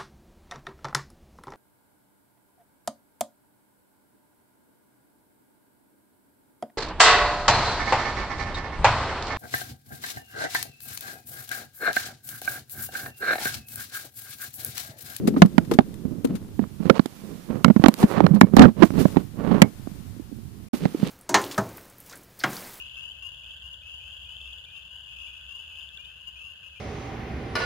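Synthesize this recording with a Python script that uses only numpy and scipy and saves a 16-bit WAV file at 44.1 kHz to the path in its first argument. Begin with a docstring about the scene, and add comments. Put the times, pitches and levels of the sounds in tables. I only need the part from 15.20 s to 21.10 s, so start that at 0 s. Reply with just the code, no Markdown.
"""Knocks on a hand-held camera, gripped and turned as gear is handled in an inflatable boat on still water.
They reach two microphones through the case as short boomy thuds with a noisy crack, mostly on the right,
where the hardest overload the input. Damped tones clack and metal pings; noise bursts scratch.
Random slips rub and rumble, and filtered noise makes cloth swishes, a faint outdoor hush with soft boat
bumps and a very faint high whine."""
import sys
import numpy as np
from scipy import signal
from scipy.fft import rfft, irfft, next_fast_len
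from scipy.io import wavfile
from scipy.ndimage import uniform_filter1d

SR = 44100
rng = np.random.default_rng(int(sys.argv[2]) if len(sys.argv) > 2 else 0)


def persist_wave(psi):
    """Save psi, clipped to +-1, as 16-bit WAV."""
    counts = np.round(np.clip(psi, -1, 1) * 32767).astype(np.int16)
    wavfile.write(sys.argv[1], SR, np.atleast_2d(counts).T)


N = 260186
TIME = np.arange(N) / SR


def amp(db):
    """Decibels to gain."""
    return 10 ** (np.asarray(db) / 20)


def unit(x):
    """Scales each channel to rms 1."""
    return x / np.sqrt(np.mean(x ** 2, -1, keepdims=True) + 1e-20)


def peaked(x):
    """Scales each channel to peak 1."""
    return x / (abs(x).max(-1, keepdims=True) + 1e-20)


def colour(x, points):
    """Shapes x by a spectrum drawn through points on a log frequency axis, at rms 1."""
    f, db = np.transpose(points)
    length = x.shape[-1]
    size = next_fast_len(length)
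    hz = np.fft.rfftfreq(size, 1 / SR)
    gain = amp(np.interp(np.log(hz + 1), np.log(f), db))
    return unit(irfft(rfft(x, size) * gain, size)[..., :length])


def wander(per_s):
    """A random drift of rms 1, heading for a new value per_s times a second."""
    steps = rng.standard_normal(N)
    return unit(np.interp(TIME * per_s, np.arange(N), steps))


def add(mix, s, sound):
    """Mixes a stereo sound in at time s."""
    part = mix[:, max(round(s * SR), 0):][:, :sound.shape[1]]
    part += sound[:, :part.shape[1]]


def stereo(left_db, right_db):
    """Gains of the left and right channels."""
    return amp([[left_db], [right_db]])


def contact(t, ms, rise):
    """Force of a touch: a quick rise, then an exponential fall with time constant ms."""
    u = t * 1000 / max(ms, .3)
    return peaked((1 - np.exp(-u / abs(rise))) * np.exp(-u))


def arch(peak_s, swell_s, fade_s, end_db=-24, curve=2.03):
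    """A sliding contact speeds up to its peak and slows to rest."""
    # end_db is the level one swell before and one fade after the peak; curve 1 = pointed, 2 = round
    u = np.maximum((peak_s - TIME) / swell_s, (TIME - peak_s) / fade_s)
    return amp(end_db * np.minimum(abs(u), 4) ** curve)


def ring(x, hz, q):
    """One damped resonance."""
    return signal.lfilter(*signal.iirpeak(hz, max(q, .6), fs=SR), x)


def dull(x, hz):
    """A soft contact cannot follow fast changes: a gentle low-pass."""
    return signal.lfilter(*signal.butter(1, hz, fs=SR), x)


# resonances of the case: (frequency [Hz], Q, level over the direct sound [dB])
CASE_RESONANCES = [(365, 1.1, 12.5), (515, 8.7, 2.5), (659, 25, -5), (1420, 3.3, -13), (1795, 23, -9),
                   (2900, 11, -8), (4210, 5.9, -5)]


def case(x):
    """Contact noise picks up the resonances of the case on its way to the microphones."""
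    return x + sum(amp(db) * ring(x, hz, q) for hz, q, db in CASE_RESONANCES)


def whine(hz=11200, q=45, level_db=-71, throb_per_s=60, depth=0.42):
    """A very faint, throbbing high whine: noise through two narrow resonances."""
    band = unit(ring(ring(rng.standard_normal((2, N)), hz, q), hz, q))
    throb = 1 + depth * np.sin(2 * np.pi * throb_per_s * TIME)
    return amp(level_db) * band * throb


# spectrum of the low air noise: (frequency [Hz], relative level [dB])
AIR_SPECTRUM = [(20, 1), (50, 3.5), (110, 9.5), (220, -3), (350, -6.5), (550, -59), (1000, -82),
                (3000, -39.5), (14000, -35)]
# base level of the hush, before swells and lulls: left, right (level [dB])
HUSH_LEVELS = [
    [-72.5],
    [-39],
]
# notes at which the boat's small bumps ring: (pitch [Hz], relative level [dB])
BUMP_RESONANCES = [(135, -1.5), (175, -1), (225, 1), (290, -2.5), (350, -8.5)]
# lulls in the hush: (start [s], end [s], depth [dB])
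HUSH_LULLS = [(1.72, 2.3, -21), (2.65, 2.89, -35), (5.528, 5.847, -23)]


def hush(swell_db=2.5, bumps_per_s=7, bump_db=-2, bump_q=4.8, soft_hz=240, lull_edge_s=0.17):
    """Low air noise over the water, with small soft bumps of differing pitch as the boat stirs."""
    air = colour(rng.standard_normal((2, N)), AIR_SPECTRUM) * amp(swell_db * wander(per_s=25))
    # bumps_per_s is the mean rate at each note
    shape = (len(BUMP_RESONANCES), N)
    nudges = (rng.random(shape) < bumps_per_s / SR) * rng.standard_normal(shape)
    notes = sum(amp(db) * ring(nudge, hz, bump_q) for nudge, (hz, db) in zip(nudges, BUMP_RESONANCES))
    bumps = unit(dull(dull(notes, soft_hz), soft_hz))
    lull_db = 0
    for start, end, db in HUSH_LULLS:
        to_edge_s = np.minimum(TIME - start, end - TIME)
        lull_db = lull_db + db * np.clip(to_edge_s / lull_edge_s + .5, 0, 1)
    return amp(HUSH_LEVELS) * amp(lull_db) * (air + amp(bump_db) * bumps)


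# spectrum of sliding fabric: (frequency [Hz], relative level [dB])
CLOTH_SPECTRUM = [(200, 14.5), (800, 13), (2000, 7), (3500, 6), (5500, 4), (8000, 2), (11500, 3),
                  (14000, 0), (15500, 5.5)]
# steady fine hiss, before the cloth trim: left, right (level [dB])
HISS_LEVELS = [
    [-55.5],
    [-58.5],
]
# swishes, levels before flutter and trim:
# (peak time [s], swell [s], fade [s], right level [dB], left level [dB])
CLOTH_SWISHES = [ (0.35, 1, 0.67, -68, -59), (2.08, 0.74, 0.63, -51.5, -73), (2.62, 0.17, 0.55, -63, -52.5),
                 (2.823, 0.063, 0.035, -33, -41), (2.91, 0.075, 0.065, -41.5, -58),
                 (3.425, 0.089, 0.058, -41, -41), (3.645, 0.032, 0.052, -36, -68),
                 (3.803, 0.024, 0.047, -31.5, -44), (3.87, 0.3, 0.19, -50, -46),
                 (4.72, 0.99, 0.47, -69, -58), (5.544, 0.043, 0.087, -41, -47.5),
                 (5.82, 0.33, .25, -48.5, -57)]


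def cloth(trim_db=1.55, flutter_db=2.5):
    """A steady fine hiss that swells and turns grainy when fabric slides."""
    sliding = 0
    for peak_s, swell_s, fade_s, right_db, left_db in CLOTH_SWISHES:
        sliding = sliding + stereo(left_db, right_db) * arch(peak_s, swell_s, fade_s)
    grainy = sliding * amp(flutter_db * wander(per_s=2000))
    hiss = colour(rng.standard_normal((2, N)), CLOTH_SPECTRUM)
    return amp(trim_db) * (amp(HISS_LEVELS) + grainy) * hiss


# spectra of the case rumbling and of the skin's rasp: (frequency [Hz], relative level [dB])
RUMBLE_SPECTRUM = [(20, -14.5), (50, -13), (100, -5.5), (205, 5), (290, -4), (400, -10), (600, -23.5),
                   (1000, -47), (2500, -100)]
RASP_SPECTRUM = [(200, -8.5), (400, 0.5), (750, -2), (1100, 2.5), (1600, -4.5), (2400, -7.5), (3300, -11.5),
                 (5000, -19.5), (9000, -28), (15000, -54.5)]
# rumble of the resting hand, before trim: left, right (level [dB])
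GRIP_LEVELS = [
    [-57],
    [-45.5],
]
# strokes of the fingers on the case, levels before trims and unevenness; flat skin muffles the rasp,
# a nail or cloth brightens it: (peak time [s], swell [s], fade [s], right rumble level [dB],
# left rumble level [dB], right rasp level [dB], treble re rasp [dB])
FINGER_STROKES = [ (0.13, 0.43, 0.17, -26.5, -22, -58, 1), (0.41, 0.22, 0.11, -34, -40, -65, 3),
                  (0.55, 0.09, 0.039, -23, -29.5, -53, 5), (0.68, 0.13, 0.24, -52, -44, -72, -2),
                  (0.94, 0.28, 0.19, -31.5, -51, -58, -8), (1.11, 0.065, 0.1, -27, -26, -51.5, 5),
                  (1.29, 0.17, .12, -73, -45, -72, -2), (1.431, 0.033, 0.042, -27, -50, -51, 9),
                  (1.665, 0.068, 0.069, -21.5, -73, -38.5, 4), (1.77, 0.04, 0.027, -30, -61, -31, 7),
                  (2.101, 0.14, 0.13, -35, -50, -55.5, -10), (2.338, 0.074, 0.12, -23, -47, -37.5, -7.5),
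                  (2.62, 0.02, 0.22, -30.5, -53, -39, 2), (2.821, .04, 0.067, -28, -32.5, -29.5, -7),
                  (2.962, 0.091, 0.056, -28, -49, -23.5, -2.5), (3.032, 0.056, 0.14, -17, -41, -35.5, -3),
                  (3.155, 0.023, 0.02, -23, -36, -43, 4), (3.27, 0.043, 0.043, -30, -43, -45.5, -0.5),
                  (3.442, 0.097, 0.046, 1.5, -20.5, -21, -4), (3.631, 0.068, .04, -13.5, -44, -29, 1.5),
                  (3.798, 0.083, 0.11, -14, -50, -35, 6), (3.989, 0.095, 0.055, -27, -64, -42.5, 3),
                  (4.21, 0.076, 0.082, -32, -44, -45, -5), (4.345, 0.16, 0.12, -17.5, -48.5, -27.5, -5.5),
                  (5.55, 0.024, 0.046, -29.5, -36, -45, 14), (5.626, 0.042, 0.091, -26.5, -31, -48, 18),
                  (5.875, 0.17, 0.16, -33, -32.5, -45.5, 17)]


def rubbing(rumble_trim_db=-0.03, rasp_trim_db=3.67, left_rasp_trim_db=-2.0, slips_per_s=1100, slip_db=4.5,
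            smooth=0.7, treble_hz=2500, uneven_db=1.67, uneven_per_s=70, left_cut_hz=130, rasp_lean=0.66):
    """Skin sticks and slips on the case: slips rasp, and the case rumbles under them, less deeply on the left."""
    rumble_level = amp(GRIP_LEVELS) * np.ones(N)
    body_level, treble_level = 0, 0
    for peak_s, swell_s, fade_s, right_db, left_db, rasp_db, treble_db in FINGER_STROKES:
        speed = arch(peak_s, swell_s, fade_s)
        rumble_level = rumble_level + stereo(left_db, right_db) * speed
        # the rasp leans to the touched side by a share of the rumble's lean
        left_rasp_db = rasp_db + rasp_lean * (left_db - right_db)
        rasping = stereo(left_rasp_db, rasp_db) * speed
        body_level = body_level + rasping
        treble_level = treble_level + amp(treble_db) * rasping

    # random slips of uneven strength, over smoother friction noise
    strength = amp(slip_db * np.minimum(rng.exponential(1, N), 4))
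    slips = (rng.random(N) < slips_per_s / SR) * strength * rng.choice([-1, 1], N)
    friction = unit(slips) + smooth * rng.standard_normal((2, N))

    left, right = colour(friction, RUMBLE_SPECTRUM) * rumble_level * amp(rumble_trim_db)
    left = signal.lfilter(*signal.butter(2, left_cut_hz, "high", fs=SR), left)
    rumble = np.array([left, right])

    rasp = unit(case(colour(friction, RASP_SPECTRUM)))
    body = signal.sosfiltfilt(signal.butter(2, treble_hz, fs=SR, output="sos"), rasp)
    rasp = body_level * body + treble_level * (rasp - body)
    rubbed = rumble + rasp * stereo(left_rasp_trim_db, rasp_trim_db)
    return rubbed * amp(uneven_db * wander(uneven_per_s))


# spectrum of hard scraping: (frequency [Hz], relative level [dB])
SCRATCH_SPECTRUM = [(300, -20.5), (1200, 7.5), (3000, 2.5), (4500, 2.5), (7000, -1), (10000, -1.5),
                    (15000, -4.5)]
# light scratches and ticks: (time [s], decay [ms], right peak level [dB], left peak level [dB])
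LIGHT_SCRATCHES = [ (0.073, 8.9, -32, -15), (0.172, 25, -50, -32), (0.259, 3.5, -52, -25),
                   (0.38, 2.8, -43, -24.5), (0.448, 7.5, -45, -35.5), (0.512, 9.7, -49, -22),
                   (0.536, 7.3, -39, -20), (0.5887, 2, -27, -25), (0.741, 2.2, -44, -31),
                   (1.044, 5.2, -47, -24), (1.05, 3.9, -53, -18.5), (1.071, 4.4, -50, -33),
                   (1.152, 11, -52, -29.5), (1.859, 1.9, -21, -46), (2.445, 1.5, -13, -12),
                   (2.683, 2.8, -5.5, -15), (2.741, 0.44, -10, -20), (3.0057, 0.81, -27, -34),
                   (3.066, 0.77, -24, -24), (3.146, 7.7, -33, -30), (3.21, 4.1, -8.5, -35),
                   (3.366, 3, -9, -12), (4.423, 0.81, -18, -1.5), (5.874, 1.2, -20, -28)]


def scratches():
    """Short bright scrapes of hard small things: noise shaped by a brief contact."""
    out, t = np.zeros((2, N)), np.arange(4000) / SR
    for s, ms, right_db, left_db in LIGHT_SCRATCHES:
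        grain = colour(rng.standard_normal((2, len(t))), SCRATCH_SPECTRUM)
        scrape = peaked(grain * contact(t, ms, rise=0.18))
        add(out, s, stereo(left_db, right_db) * scrape)
    return out


# modes of a small metal part: (frequency [Hz], relative level [dB], time to fall 60 dB [s])
METAL_MODES = [(1583, -16, .12), (2162, 0, .1), (2205, -5, .08), (2261, -7, .12), (5642, -26, .06)]
# sharp blows that set it ringing: (time [s], right gain of the summed modes [dB])
METAL_PINGS = [(2.4455, -30.5), (2.6835, -58), (3.2122, -28), (4.4185, -26)]


def pings(left_db=-9):
    """A small metal part rings on briefly after sharp blows, more softly on the left."""
    out, t = np.zeros((2, N)), np.arange(9000) / SR
    tone = sum(amp(db - 60 * t / t60) * np.sin(2 * np.pi * hz * t) for hz, db, t60 in METAL_MODES)
    for s, db in METAL_PINGS:
        add(out, s, stereo(db + left_db, db) * tone)
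    return out


# hard parts that meet with one short note, levels before its onset and decay:
# (time [s], pitch [Hz], time to fall 60 dB [ms], right level [dB], left level [dB])
HARD_CLACKS = [ (0.084, 405, 32, -24, -5), (0.164, 1210, 14, -17.5, -29), (0.2195, 663, 19, 7.5, 11.5),
               (0.22, 1720, 20, 8.5, -16), (0.382, 1440, 18, 0.5, -42), (0.513, 464, 75, -17, -10),
               (0.588, 780, 23, 8, 0), (1.0465, 480, 32, -14.5, -7), (1.44, 1140, 5.9, -17, -45),
               (1.697, 528, 34, 12.5, -36), (1.7, 1380, 17, 7.5, -55), (1.794, 840, 13, -7, -38),
               (2.446, 1350, 13.8, 9, -31), (2.639, 1120, 26.5, 5.5, -45), (3.0047, 790, 7.4, 9, -16),
               (3.067, 1430, 9.5, -4.5, -30), (3.212, 1720, 25, 4, -20), (3.440, 1560, 26, -4, -30),
               (3.453, 1310, 31, -2.5, -18), (3.8555, 605, 20, 0, -34), (4.419, 2014, 19, 18, -6),
               (5.655, 920, 10, -37, -28)]


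def clacks():
    """Each clack is one heavily damped mode, reaching the two ports at different phases."""
    out, t = np.zeros((2, N)), np.arange(4000) / SR
    for s, hz, t60_ms, right_db, left_db in HARD_CLACKS:
        onset = np.minimum(t * hz * 2, 1)  # half a cycle long
        fade = amp(-60 * 1000 * t / t60_ms) * onset
        phase = 2 * np.pi * rng.random((2, 1))
        add(out, s, stereo(left_db, right_db) * fade * np.sin(2 * np.pi * hz * t + phase))
    return out


# spectrum of the crack before the case colours it: (frequency [Hz], relative level [dB])
CRACK_SPECTRUM = [(150, -20), (400, -15), (700, 16.5), (1300, 6), (2200, 0), (4000, -3), (7000, -19.5),
                  (15000, -50)]
# knocks on the case, thud levels before the input overloads: (time [s], right thud peak level [dB],
# left thud peak level [dB], contact time constant [ms], thud pitch [Hz], right crack re thud [dB])
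CASE_KNOCKS = [ (0.076, -3.5, -11, 3.8, 234, -17), (0.141, -25, -23, 2.2, 286, -10),
               (0.165, -9, -9.5, 9.5, 267, -12.5), (0.219, 14.5, 6, 4.2, 182.2, -7.5),
               (0.248, -2, -9, 7, 196, -48), (0.381, 9, -14, 1.67, 224.6, -3.5),
               (0.513, -10, -11, 6.2, 334, -9.5), (0.5877, 12.5, -14, 2.2, 218, -6.5),
               (0.606, -28, -16, 3.6, 306, -7), (0.851, -14, -50, 5.1, 222, -56),
               (1.045, -11.5, -9.5, 9.1, 264, -32), (1.392, -6, -28, 3.6, 225, -49),
               (1.437, -23.5, -39, 2.5, 233, -22), (1.601, -12, -34, 4.8, 204, -47),
               (1.697, 14, -38, 2, 390, -9), (1.707, 2.5, -49, 1.03, 200, -26.5),
               (1.7949, 4, -24, 1.65, 201, -8), (1.858, -12.5, -36, 1.2, 256, -5.5),
               (2.355, -15, -38.5, 3.4, 239, -24), (2.4457, 5, -18, 1.63, 205, -0.5),
               (2.458, -3, -20, 5.3, 213, -50), (2.48, 2, -34, 3.6, 198, -44), (2.5, 5, -16, 4.7, 207, -42),
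               (2.562, 3.5, -21, 3.9, 203, -52), (2.596, -3.5, -28, 3.3, 175, -41),
               (2.639, 18, -29, 1.33, 258, -20), (2.66, 10.5, -15, 2.3, 284, -5),
               (2.6839, 4, -4.5, 3.5, 222, -5), (2.829, -8.5, -14, 3.5, 336, 0.5),
               (2.8364, 2, 0, 6, 215, -22), (2.974, -6, -26, 6.5, 192, -10),
               (3.005, -1.5, -17, 3.5, 333, -11), (3.040, 0.5, -13, 5.5, 180, -57),
               (3.065, -16, -38.5, 2, 183, 14), (3.107, -1.5, -22.5, 10.7, 168, -44.5),
               (3.135, -4, -31, 14, 204, -33), (3.158, -7, -29, 13.6, 195, -15.5),
               (3.2132, 12.5, 6.5, 2.06, 230, -2), (3.232, 2.5, -15, 2.3, 192, -35),
               (3.242, 0, -21, 2.8, 192, -39), (3.336, -0.5, -34, 5.1, 210, -43),
               (3.368, 12.5, -9.5, 3.6, 240, -4.5), (3.382, 2.5, -7, 12.5, 236, -9),
               (3.394, 19.5, 5.5, 1.67, 225.6, -9), (3.405, 13, -2, 12.2, 243.3, -33),
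               (3.418, 11.5, -13, 6.7, 224.5, -2.5), (3.446, -2.5, -18, 5.2, 230, -3),
               (3.480, -5, -19, 11.6, 223, -21), (3.6214, 13.5, -37, 7.5, 314.5, -20),
               (3.632, 12.5, -19, 4.5, 200, -11), (3.705, -10.5, -48, 1.4, 214, -38),
               (3.854, 4, -48, 1.63, 193, -22), (3.961, -6, -47, 2, 215, -12),
               (3.9684, 6, -49, 2.9, 232, -40), (4.317, -3.5, -42, 5.5, 195, -17),
               (4.4186, 19, -1, 1.9, 197, 0), (4.672, -17, -42, 1.7, 213, -21),
               (5.533, -12.5, -24, 9, 242.4, -12.5), (5.654, -2.5, -14, 2.1, 197, -7),
               (5.746, -11.5, -17, 3, 290, -42), (5.829, -4.5, -21, 4.1, 198, -26)]


def knocks(q=1.35, chatter=0.51, shake_q=2.34, soft_hz=450, after_db=-27, after_ms=20, left_crack_db=2,
           port_phase=1.78):
    """Each blow pushes the case, chatters while in contact and leaves a boom of a few cycles."""
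    out, t = np.zeros((2, N)), np.arange(6000) / SR
    for s, right_db, left_db, ms, hz, crack_db in CASE_KNOCKS:
        grit, grain = rng.standard_normal((2, 2, len(t)))
        force = contact(t, ms, rise=0.25)
        rattle = amp(after_db) * contact(t, after_ms, rise=0.0726)
        # the shell swings at its own pitch while the contact lasts, out of step at the two ports
        offset = np.array([[port_phase * rng.uniform(-1, 1)], [0]])  # radians
        swing = peaked(ring(force * np.cos(2 * np.pi * hz * t + offset), hz, q))
        shake = peaked(dull(ring((force + rattle) * grit, hz, shake_q), soft_hz))
        thud = peaked(swing + chatter * shake)
        crack_force = contact(t, ms * 0.99, rise=0.11) + 0.11 * rattle
        crack = peaked(case(colour(grain, CRACK_SPECTRUM) * crack_force))
        knock = thud + stereo(crack_db + left_crack_db, crack_db) * crack
        add(out, s, stereo(left_db, right_db) * knock)
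    return out


def scene():
    """All that reaches the two microphones, from the background to the knocks."""
    background = whine() + hush()
    handling = cloth() + rubbing() + scratches()
    blows = pings() + clacks() + knocks()
    return background + handling + blows


# a brief cut to silence near the end: (start [s], end [s])
SILENT_CUT = (5.486, 5.532)


def record(dry, edge_hz=15300):
    """The input overloads on hard knocks; a brief cut to silence near the end; then the band limit."""
    clipped = .99 * dry / (1 + abs(dry) ** 16) ** (1 / 16)
    silent = (TIME > SILENT_CUT[0]) & (TIME < SILENT_CUT[1])
    live = uniform_filter1d(1. - silent, size=60)  # softens the edges of the cut
    edge = signal.firwin(255, edge_hz, window=("kaiser", 8), fs=SR)
    return signal.oaconvolve(clipped * live, edge[None], "same")


dry = scene()
out = record(dry)
persist_wave(out)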